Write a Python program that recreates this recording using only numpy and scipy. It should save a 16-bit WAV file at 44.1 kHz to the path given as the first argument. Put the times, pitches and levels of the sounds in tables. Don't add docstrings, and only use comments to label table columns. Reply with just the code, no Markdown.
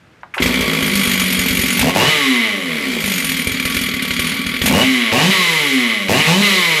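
import sys
import numpy as np
from scipy import signal
from scipy.fft import rfft, irfft, next_fast_len
from scipy.io import wavfile
from scipy.ndimage import uniform_filter1d

SR = 44100
rng = np.random.default_rng(int(sys.argv[2]) if len(sys.argv) > 2 else 0)


def bounce(signal):
    frames = np.transpose(np.atleast_2d(signal))
    limited = np.clip(frames, -1, 1)
    pcm = np.round(limited * 32767).astype(np.int16)
    wavfile.write(sys.argv[1], SR, pcm)


def how_loud(loudness_db):
    steps = np.asarray(loudness_db, float) / 20
    return 10 ** steps


N = 299880


def unit(x):
    return x / np.sqrt(np.mean(x ** 2) + 1e-20)


def steady(x):
    power = np.abs(uniform_filter1d(x ** 2, size=SR // 10))
    return x / np.sqrt(power + 1e-3 * np.mean(x ** 2))


def along(points, hz):
    f, v = np.transpose(points)
    return np.interp(np.log(hz + 1), np.log(f + 1), v)


def filtered(x, response):
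    m = 2 * next_fast_len((N + SR // 2) // 2)
    return irfft(rfft(x, m) * response(np.fft.rfftfreq(m, 1 / SR)), m)[:N]


def gain(points):
    return lambda hz: how_loud(along(points, hz))


def causal(points):
    def response(hz):
        cepstrum = irfft(np.log(how_loud(along(points, hz)) + 1e-6))
        half = len(cepstrum) // 2
        return np.exp(rfft(np.r_[cepstrum[0], 2 * cepstrum[1:half], np.zeros(half)]))
    return response


def modes(rows):
    def response(f):
        total = 0
        for k, (centre, width, db) in enumerate(rows):
            damping = 1j * f * width
            total = total + (-1) ** k * how_loud(db) * damping / (centre * centre - f * f + damping)
        return total
    return response


def no_bass(f, hz):
    return f ** 4 / (f ** 4 + hz ** 4)


def pulses(times, sizes):
    at = np.asarray(times)[:, None] * SR
    taps = np.floor(at) + np.arange(-7, 9)
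    shape = np.sinc(taps - at) * np.cos(np.pi * (taps - at) / 17) ** 2
    heights = shape * np.asarray(sizes)[:, None]
    return np.bincount(np.clip(taps, 0, N).astype(int).ravel(), heights.ravel(), N + 1)[:N]


def bursts(train, t60, rise):
    swell = np.exp(-1 / (rise * SR))
    decay = how_loud(-60 / (t60 * SR))
    return signal.lfilter([1 - swell], np.convolve([1, -swell], [1, -decay]), train)


def wobble(rate):
    knots = rng.standard_normal(int(N * rate / SR) + 2)
    return np.interp(np.arange(N) * rate / SR, np.arange(len(knots)), knots)


def orders(rows, colour, speed, turns):
    total = np.zeros(N)
    for k, db in rows:
        flutter_db = 1.8 * wobble(14)
        level = how_loud(db + along(colour, k * speed) + flutter_db)
        total += level * np.sin(2 * np.pi * (k * turns + rng.random()))
    return total


# (t/s, peak level/dB, centre f/Hz, t60/s, click share)
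CORD_CONTACTS = [
    (0.211, -44, 4000, 0.035, 6),
    (.233, -15, 1040, 0.043, 13),
    (0.339, -8, 1570, 0.12, 1),
    (0.342, -29, 7960, 0.4, 1),
    (.366, -9.5, 667, .12, 2.9),
    (0.379, -4.5, 2000, 0.15, 1.4),
    (.382, -19, 1040, 0.075, 2),
    (0.401, -4.5, 224, 0.053, 28),
]


def starter():
    out, t = np.zeros(N), np.arange(SR // 4) / SR
    spread = 1.59
    for s, db, hz, t60, click in CORD_CONTACTS:
        b, a = signal.butter(3, [hz / spread, hz * spread], "band", fs=SR)
        burst = signal.lfilter(b, a, rng.standard_normal(len(t)) + click * (t == 0))
        out[round(s * SR):][:len(t)] += how_loud(db - 11 - 60 * t / t60) * unit(burst)
    return out


# (t/s, speed/turns per s, rich mixture level/dB, clutch play level/dB)
IDLE = [(.4, 59.3, 0, 2), (.44, 59.3, 7.5, 4), (.52, 59, 4, 1), (.8, 53, 3.5, -2.5), (1, 48.2, 3, -1),
        (1.31, 46, 2, 0), (1.75, 44.8, 1.5, 2), (1.84, 47.3, -1, -1.5), (1.96, 41.8, 0.5, 0),
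        (2.9, 39, 0.5, 0.5), (3.3, 41.4, -1, 4), (3.6, 38, 0, -1), (3.78, 40.5, 0.5, 3),
        (3.95, 38.5, -1.5, -2.5), (4.25, 38.5, 1, 2), (4.4, 40, -1.5, -4.5), (4.6, 36.3, 0, -4)]
# (pulled t/s, top reached t/s, top speed/turns per s, hang at top/s, coasting time constant/s)
TRIGGER_PULLS = [
    (1.789, 1.901, 91, .06, 1.5),
    (1.957, 2.089, 156.5, .028, 1.47),
    (4.648, 4.83, 131, .09, 1.5),
    (5.125, 5.302, 198, .002, 1.56),
    (6.092, 6.2, 153.5, .075, 1.5),
    (6.27, 6.42, 209.5, .008, 1.53),
]


def crank_speed(t):
    dry_friction = 70
    settle = 8
    speed = idle = np.interp(t, *np.transpose(IDLE)[:2])
    for pulled, reached, top, hang, coast_s in TRIGGER_PULLS:
        climb = np.interp(t, [pulled, reached], [np.interp(pulled, t, speed), top])
        slowing = np.exp(-np.clip(t - reached - hang, 0, None) / coast_s)
        coast = (top + dry_friction) * slowing - dry_friction
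        landing = (np.clip(coast, 0, None) ** settle + idle ** settle) ** (1 / settle)
        speed = np.where(t < pulled, speed, np.where(t < reached, climb, landing))
    return uniform_filter1d(speed, size=SR // 40)


# (t/s, rattle peak level/dB, casing level/dB, thump level/dB)
KNOCKS = [(0.421, 8, 0, -31), (.459, 5, -7, -28), (0.607, 5, -29, -33), (.825, -3, -12, -33.5),
          (.953, -2, -14, -34), (1.073, -9, -16, -33), (1.196, -12, -12, -36), (1.237, -20.5, -12, -38),
          (1.390, -6, -34, -30), (1.506, -36, -7, -29), (1.591, -18, -20, -28.5), (1.812, -9, -31, -27),
          (3.040, -8, -13, -38), (3.077, -15, -19, -47), (3.117, -8, -34, -49), (3.244, -7, -11, -50),
          (3.291, -13, -4, -40), (3.470, -2, -16, -27.5), (3.516, -1, -31, -36), (3.652, -9, -2, -31),
          (3.766, -13, -3, -30), (3.836, -17, -18, -38), (3.938, -10, -11, -34), (4.022, -20, -18, -45),
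          (4.106, -34, -8, -36), (4.193, -5, -2, -31), (4.464, -1, -3, -34), (4.490, -5, -14, -47),
          (4.616, 3, 3.5, -27), (4.658, 0, -10, -29)]


def crank():
    t, fired = np.arange(N) / SR, np.transpose(KNOCKS)[0]
    speed = crank_speed(t)
    turns = np.cumsum(speed) / SR
    slip = np.unwrap(np.interp(fired, t, turns) % 1, period=1)
    locked = np.maximum.accumulate(turns - np.interp(t, fired, slip))
    whole_turns = np.arange(np.ceil(locked[0]), locked[-1])
    return speed, turns, np.interp(whole_turns, locked, t)


# (speed/turns per s, muffler level/dB, roar level/dB, casing level/dB, clutch level/dB)
RELEASED = [(37.01, -27, -33, -20.5, -28.5), (48, -22.5, -27.5, -21.5, -23.5),
            (54.6, -25, -25, -22.5, -30.5), (70.65, -25.5, -27, -23.5, -36), (92, -29.5, -32, -23.5, -35),
            (110.46, -24, -35.5, -16, -30.5), (132.95, -17.5, -38, -16.5, -24.5),
            (154.5, -33, -28, -15, -23.5), (200.4, -21.5, -25.5, -14, -21)]
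# (speed/turns per s, muffler level/dB, roar level/dB, casing level/dB, clutch level/dB)
PULLED = [(49.5, -20.5, -23, -19.5, -17.5), (77.6, -14.5, -14.5, -22.5, -21.5), (115, -33, -14, -16, -27),
          (141.67, -22, -20, -14.5, -24.5), (161.5, -15, -20.5, -15, -21), (197.3, -12, -23, -20, -25.5)]


def loudness(t, speed, throttle):
    def by_speed(rows):
        turns_per_s, *levels = np.transpose(rows)
        return np.array([np.interp(speed, turns_per_s, db) for db in levels])

    s, _, rich_db, play_db = np.transpose(IDLE)
    trigger_db = (1 - throttle) * by_speed(RELEASED) + throttle * by_speed(PULLED)
    gains = how_loud(trigger_db + np.interp(t, s, rich_db, left=-120))
    return *gains[:3], gains[3] * how_loud(np.interp(t, s, play_db, right=0))


# (f/Hz, level/dB)
MUFFLER = [(30, -92), (60, -8), (130, -25), (165, -1), (200, 0), (240, 1), (275, 1), (310, -26.5),
           (420, -15), (600, -45)]
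# (multiple of shaft f, level/dB)
PUFF_ORDERS = [(1, -9), (2, -3.5), (3, -2.5), (4, 2.5), (5, -10), (6, -10)]
# (t/s, misfire share 0-1)
MISFIRES = [(.4, 1), (.62, .95), (.7, .25), (1.25, .35), (1.5, .6), (1.75, .65), (1.85, .12), (3.15, .14),
            (3.3, 1), (4.62, 1), (4.72, .1), (5.3, .04), (6.8, .04)]


def muffler_puffs(t, speed, turns, throttle, pumped):
    lumpy = np.interp(t, *np.transpose(MISFIRES))
    beat = 0.67 * throttle * np.clip(speed / 130, 0, 1) ** 2 * np.sin(2 * np.pi * turns)
    note = steady(orders(PUFF_ORDERS, MUFFLER, speed, turns) + beat)
    breathy = pumped + 0.12 * rng.standard_normal(N)
    return steady((1 - lumpy) * note + lumpy * steady(filtered(breathy, causal(MUFFLER))))


def firing_thump():
    fired, _, _, thump_db = np.transpose(KNOCKS)
    jolt = bursts(pulses(fired, how_loud(thump_db + 22)), 0.0047, 0.00051)
    thump = filtered(jolt, modes([(66.5, 74, 10), (130, 47, 5.5)]))
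    outlet = causal([(60, -22), (300, 3.5), (580, -1.5), (720, -24), (2000, -44)])
    return thump + filtered(pulses(fired, how_loud(thump_db + 45.5)), outlet)


# (f/Hz, width/Hz, level/dB)
DRUM = [(6430, 46, -7), (6820, 85, -4), (8620, 69, -6), (9110, 40, -4), (9650, 28, -2), (9830, 67, 0),
        (11200, 45, -2), (11800, 130, -2), (12500, 110, -8), (13200, 56, -4), (14100, 83, -12),
        (14800, 120, -13)]


def drum(times, sizes):
    out = np.zeros(N)
    for hz, width, db in DRUM:
        pole = np.exp(-np.pi * width / SR)
        scatter = how_loud(4 * rng.standard_normal(len(times)))
        blows = bursts(pulses(times, sizes * scatter), 0.065, 0.00032)
        resonator = [1, -2 * pole * np.cos(2 * np.pi * hz / SR), pole ** 2]
        ring = signal.lfilter([1], resonator, blows * rng.standard_normal(N))
        out += how_loud(db) * np.sqrt(width) * unit(ring)
    return unit(out)


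# (f/Hz, level/dB)
RATTLE = [(2350, 22.5), (4000, 12), (8080, 6), (9910, -5), (10700, 5), (13800, 1), (15500, -1)]


def clutch_rattle(times, idle, speed):
    fired, rattle_db, _, _ = np.transpose(KNOCKS)
    turn_slaps = (0.03 + idle) * how_loud(3 * rng.standard_normal(len(times)))
    slap_times = np.r_[times, fired]
    slap_sizes = np.r_[turn_slaps, how_loud(rattle_db + 8)]
    cover_echo = modes([(10700, 450, -0.3)])
    scrape = (0.15 + bursts(pulses(slap_times, slap_sizes), 0.05, 0.004)) * rng.standard_normal(N)
    hiss = unit(filtered(scrape, lambda f: gain(RATTLE)(f) * no_bass(f, 2000) * (1 - cover_echo(f))))
    bearing = unit(filtered(rng.standard_normal(N), modes([(10250, 300, 0)])))
    loose = np.clip((59 - speed) / 8, 0.05, 1)
    return steady(0.74 * loose * drum(slap_times, slap_sizes) + hiss + 0.053 * (1.4 - loose) * bearing)


def panels(drive, colour, rows):
    return steady(filtered(drive, lambda f: gain(colour)(f) * no_bass(f, 280) * (1 + modes(rows)(f))))


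def outlet_whistle(throttle, speed):
    lag = np.exp(-1 / (0.04 * SR))
    heat = signal.lfilter([1 - lag], [1, -lag], throttle)
    flutter = unit(uniform_filter1d(rng.standard_normal(N), size=SR // 110))
    hz = 1900 + 800 * heat + 2 * speed
    return heat * flutter * np.sin(2 * np.pi * np.cumsum(hz) / SR)


# (f/Hz, level/dB)
CASING = [(180, -109), (300, -14), (696, -36), (1110, -14), (1640, -12), (2100, 1.5), (2690, -9),
          (2980, -2), (8990, -46.5), (10300, -20), (15500, -73)]
OPEN_CASING = [(530, -8), (900, 4), (1380, -4.5), (1870, 5), (2600, 4.5), (2920, -3.5), (3570, -1),
               (9000, -16), (11700, -54), (19800, -120)]
# (f/Hz, width/Hz, level/dB)
IDLE_PANELS = [(457, 32, 11), (1135, 5, 22), (1430, 290, 2.5), (2050, 43, 9.5), (2337, 120, 5.5),
               (3286, 41, 12.5), (4570, 660, 8.5)]
COAST_PANELS = [(1124, 34, 12.15), (2038, 37, 11.4), (2256, 52, 1.33), (2975, 62.7, 7.7), (3920, 21.7, 7.1)]
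OPEN_PANELS = [(1109, 20, 10.4), (2947, 24, 14)]
# (multiple of shaft f, level/dB)
FIN_ORDERS = [(6, 0), (7, 0), (8, -6), (12, -9), (13, -5), (14, -9)]
# (f/Hz, level/dB)
FINS = [(600, -3), (900, 9.5), (1150, 6.5), (1500, 4), (1800, -2), (2100, -22.5), (2500, -6), (3000, -1)]


def casing_noise(times, idle, speed, turns, throttle):
    fired, _, casing_db, _ = np.transpose(KNOCKS)
    chance = rng.standard_normal(len(times))
    knocks = pulses(times, (0.82 + 0.77 * idle) * how_loud(2.2 * chance)) + pulses(fired, how_loud(casing_db + 12))
    shake = steady((0.31 + bursts(knocks, 0.012, 0.0022)) * rng.standard_normal(N))
    blows = shake + 1.2 * steady(pulses(times, how_loud(1.2 * chance)))
    fin_level = 0.27 * np.clip((speed - 125) / 40, 0, 1)
    fins = fin_level * steady(orders(FIN_ORDERS, FINS, speed, turns))
    pulled = panels(blows, OPEN_CASING, OPEN_PANELS)
    coasting = panels(blows, CASING, COAST_PANELS) + fins
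    running = np.sqrt(throttle) * pulled + np.sqrt(1 - throttle) * coasting
    fan = unit(filtered(rng.standard_normal(N), modes([(3910, 460, 0)])))
    running = running + 0.5 * (speed / 200) ** 2 * fan + 0.95 * outlet_whistle(throttle, speed)
    fast = np.clip((speed - 62) / 25, 0, 1)
    return np.sqrt(1 - fast) * panels(shake, CASING, IDLE_PANELS) + np.sqrt(fast) * running


# (f/Hz, level/dB)
COVER = [(60, -82), (250, -22.5), (330, 2), (450, 4), (600, 0.5), (720, -8.5), (900, -5), (1100, -3.5),
         (1400, -15.5)]
# (multiple of shaft f, level/dB)
SHAFT_ORDERS = [(2, -1.5), (3, -5), (4, -4.5), (5, -0.5), (6, 8), (7, -9.5), (8, 5.5), (9, -11), (10, -27)]


def coasting_whirr(speed, turns, gas):
    whirr = steady(filtered(gas + 0.91 * rng.standard_normal(N), gain(COVER)))
    lines = steady(orders(SHAFT_ORDERS, COVER, speed, turns)) * np.clip((speed - 55) / 60, 0.1, 1)
    return 1.3 * lines + 0.68 * whirr


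# (f/Hz, level/dB)
THROAT = [(40, -41), (90, -6.5), (160, 0), (330, -7), (500, -0.5), (620, -1), (750, -2.5), (930, -3),
          (1150, -13), (2500, -23)]
# (multiple of shaft f, level/dB)
PULL_ORDERS = [(1, -6), (2, 1), (3, 1), (4, -1), (5, -4), (6, -6), (7, -7)]


def throttle_roar(speed, turns, turn, gas):
    growl = steady(filtered(turn + 0.9 * gas + 0.5 * rng.standard_normal(N), causal(THROAT)))
    return steady(growl + 0.62 * steady(orders(PULL_ORDERS, THROAT, speed, turns)))


def engine():
    t = np.arange(N) / SR
    speed, turns, times = crank()
    gaining = uniform_filter1d(np.gradient(speed) * SR, size=SR // 30)
    throttle = np.clip(gaining / 260, 0, 1)
    muffler, roar, casing, clutch = loudness(t, speed, throttle)
    idle = np.clip((72 - np.interp(times, t, speed)) / 20, 0, 1)

    late, fired_chance, pumped_chance = rng.standard_normal((3, len(times)))
    turn = unit(pulses(times + 0.0011 * idle * late, how_loud((1 + 1.2 * idle) * fired_chance)))
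    pumped = unit(pulses(times + 0.0012 * idle * late, how_loud((1.6 + 3.5 * idle) * pumped_chance)))
    gas = unit(bursts(turn, 0.0037, 0.00049) * rng.standard_normal(N))

    puffs = muffler * muffler_puffs(t, speed, turns, throttle, pumped)
    rattle = how_loud(1.5) * clutch * clutch_rattle(times, idle, speed)
    shake = casing * casing_noise(times, idle, speed, turns, throttle)
    coast = (1 - throttle) * coasting_whirr(speed, turns, gas)
    growl = throttle * throttle_roar(speed, turns, turn, gas)
    return puffs + firing_thump() + rattle + shake + roar * (coast + growl)


# (f/Hz, t60/s)
SHOP = [(200, 0.47), (2000, 0.11), (10000, 0.18)]


def shop(x):
    hz, t, z = signal.stft(rng.standard_normal(SR // 2), SR, nperseg=256)
    decay = how_loud(-60 * t / along(SHOP, hz)[:, None])
    tail = signal.istft(z * decay, SR, nperseg=256)[1]
    return signal.fftconvolve(np.pad(x, (300, 0)), tail / np.linalg.norm(tail))[:N]


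# (f/Hz, level/dB)
SHOP_AIR = [(15, -60), (25, -36), (40, -21), (66, -8), (83, -17), (93, -6), (271, -14), (879, -22.5),
            (1630, -18.5), (15000, -51.5)]


def scene():
    saw = starter() + engine()
    air = how_loud(-49) * unit(filtered(rng.standard_normal(N), gain(SHOP_AIR)))
    return np.tile(how_loud(-1) * saw + how_loud(-9.5) * shop(saw) + air, (2, 1))


def low_pass(x):
    return signal.sosfilt(signal.butter(12, 15730, fs=SR, output="sos"), x)


# (f/Hz, level/dB)
MICROPHONE = [(25, -14), (65, 0), (13700, 0), (14300, -4), (15300, -8), (15700, -30)]


def record(dry):
    heard = np.array([filtered(side, gain(MICROPHONE)) for side in dry])
    ceiling = 0.8
    mix = heard / (1 + np.abs(heard / ceiling) ** 4) ** (1 / 4)
    return low_pass(mix)


dry = scene()
out = record(dry)
bounce(out)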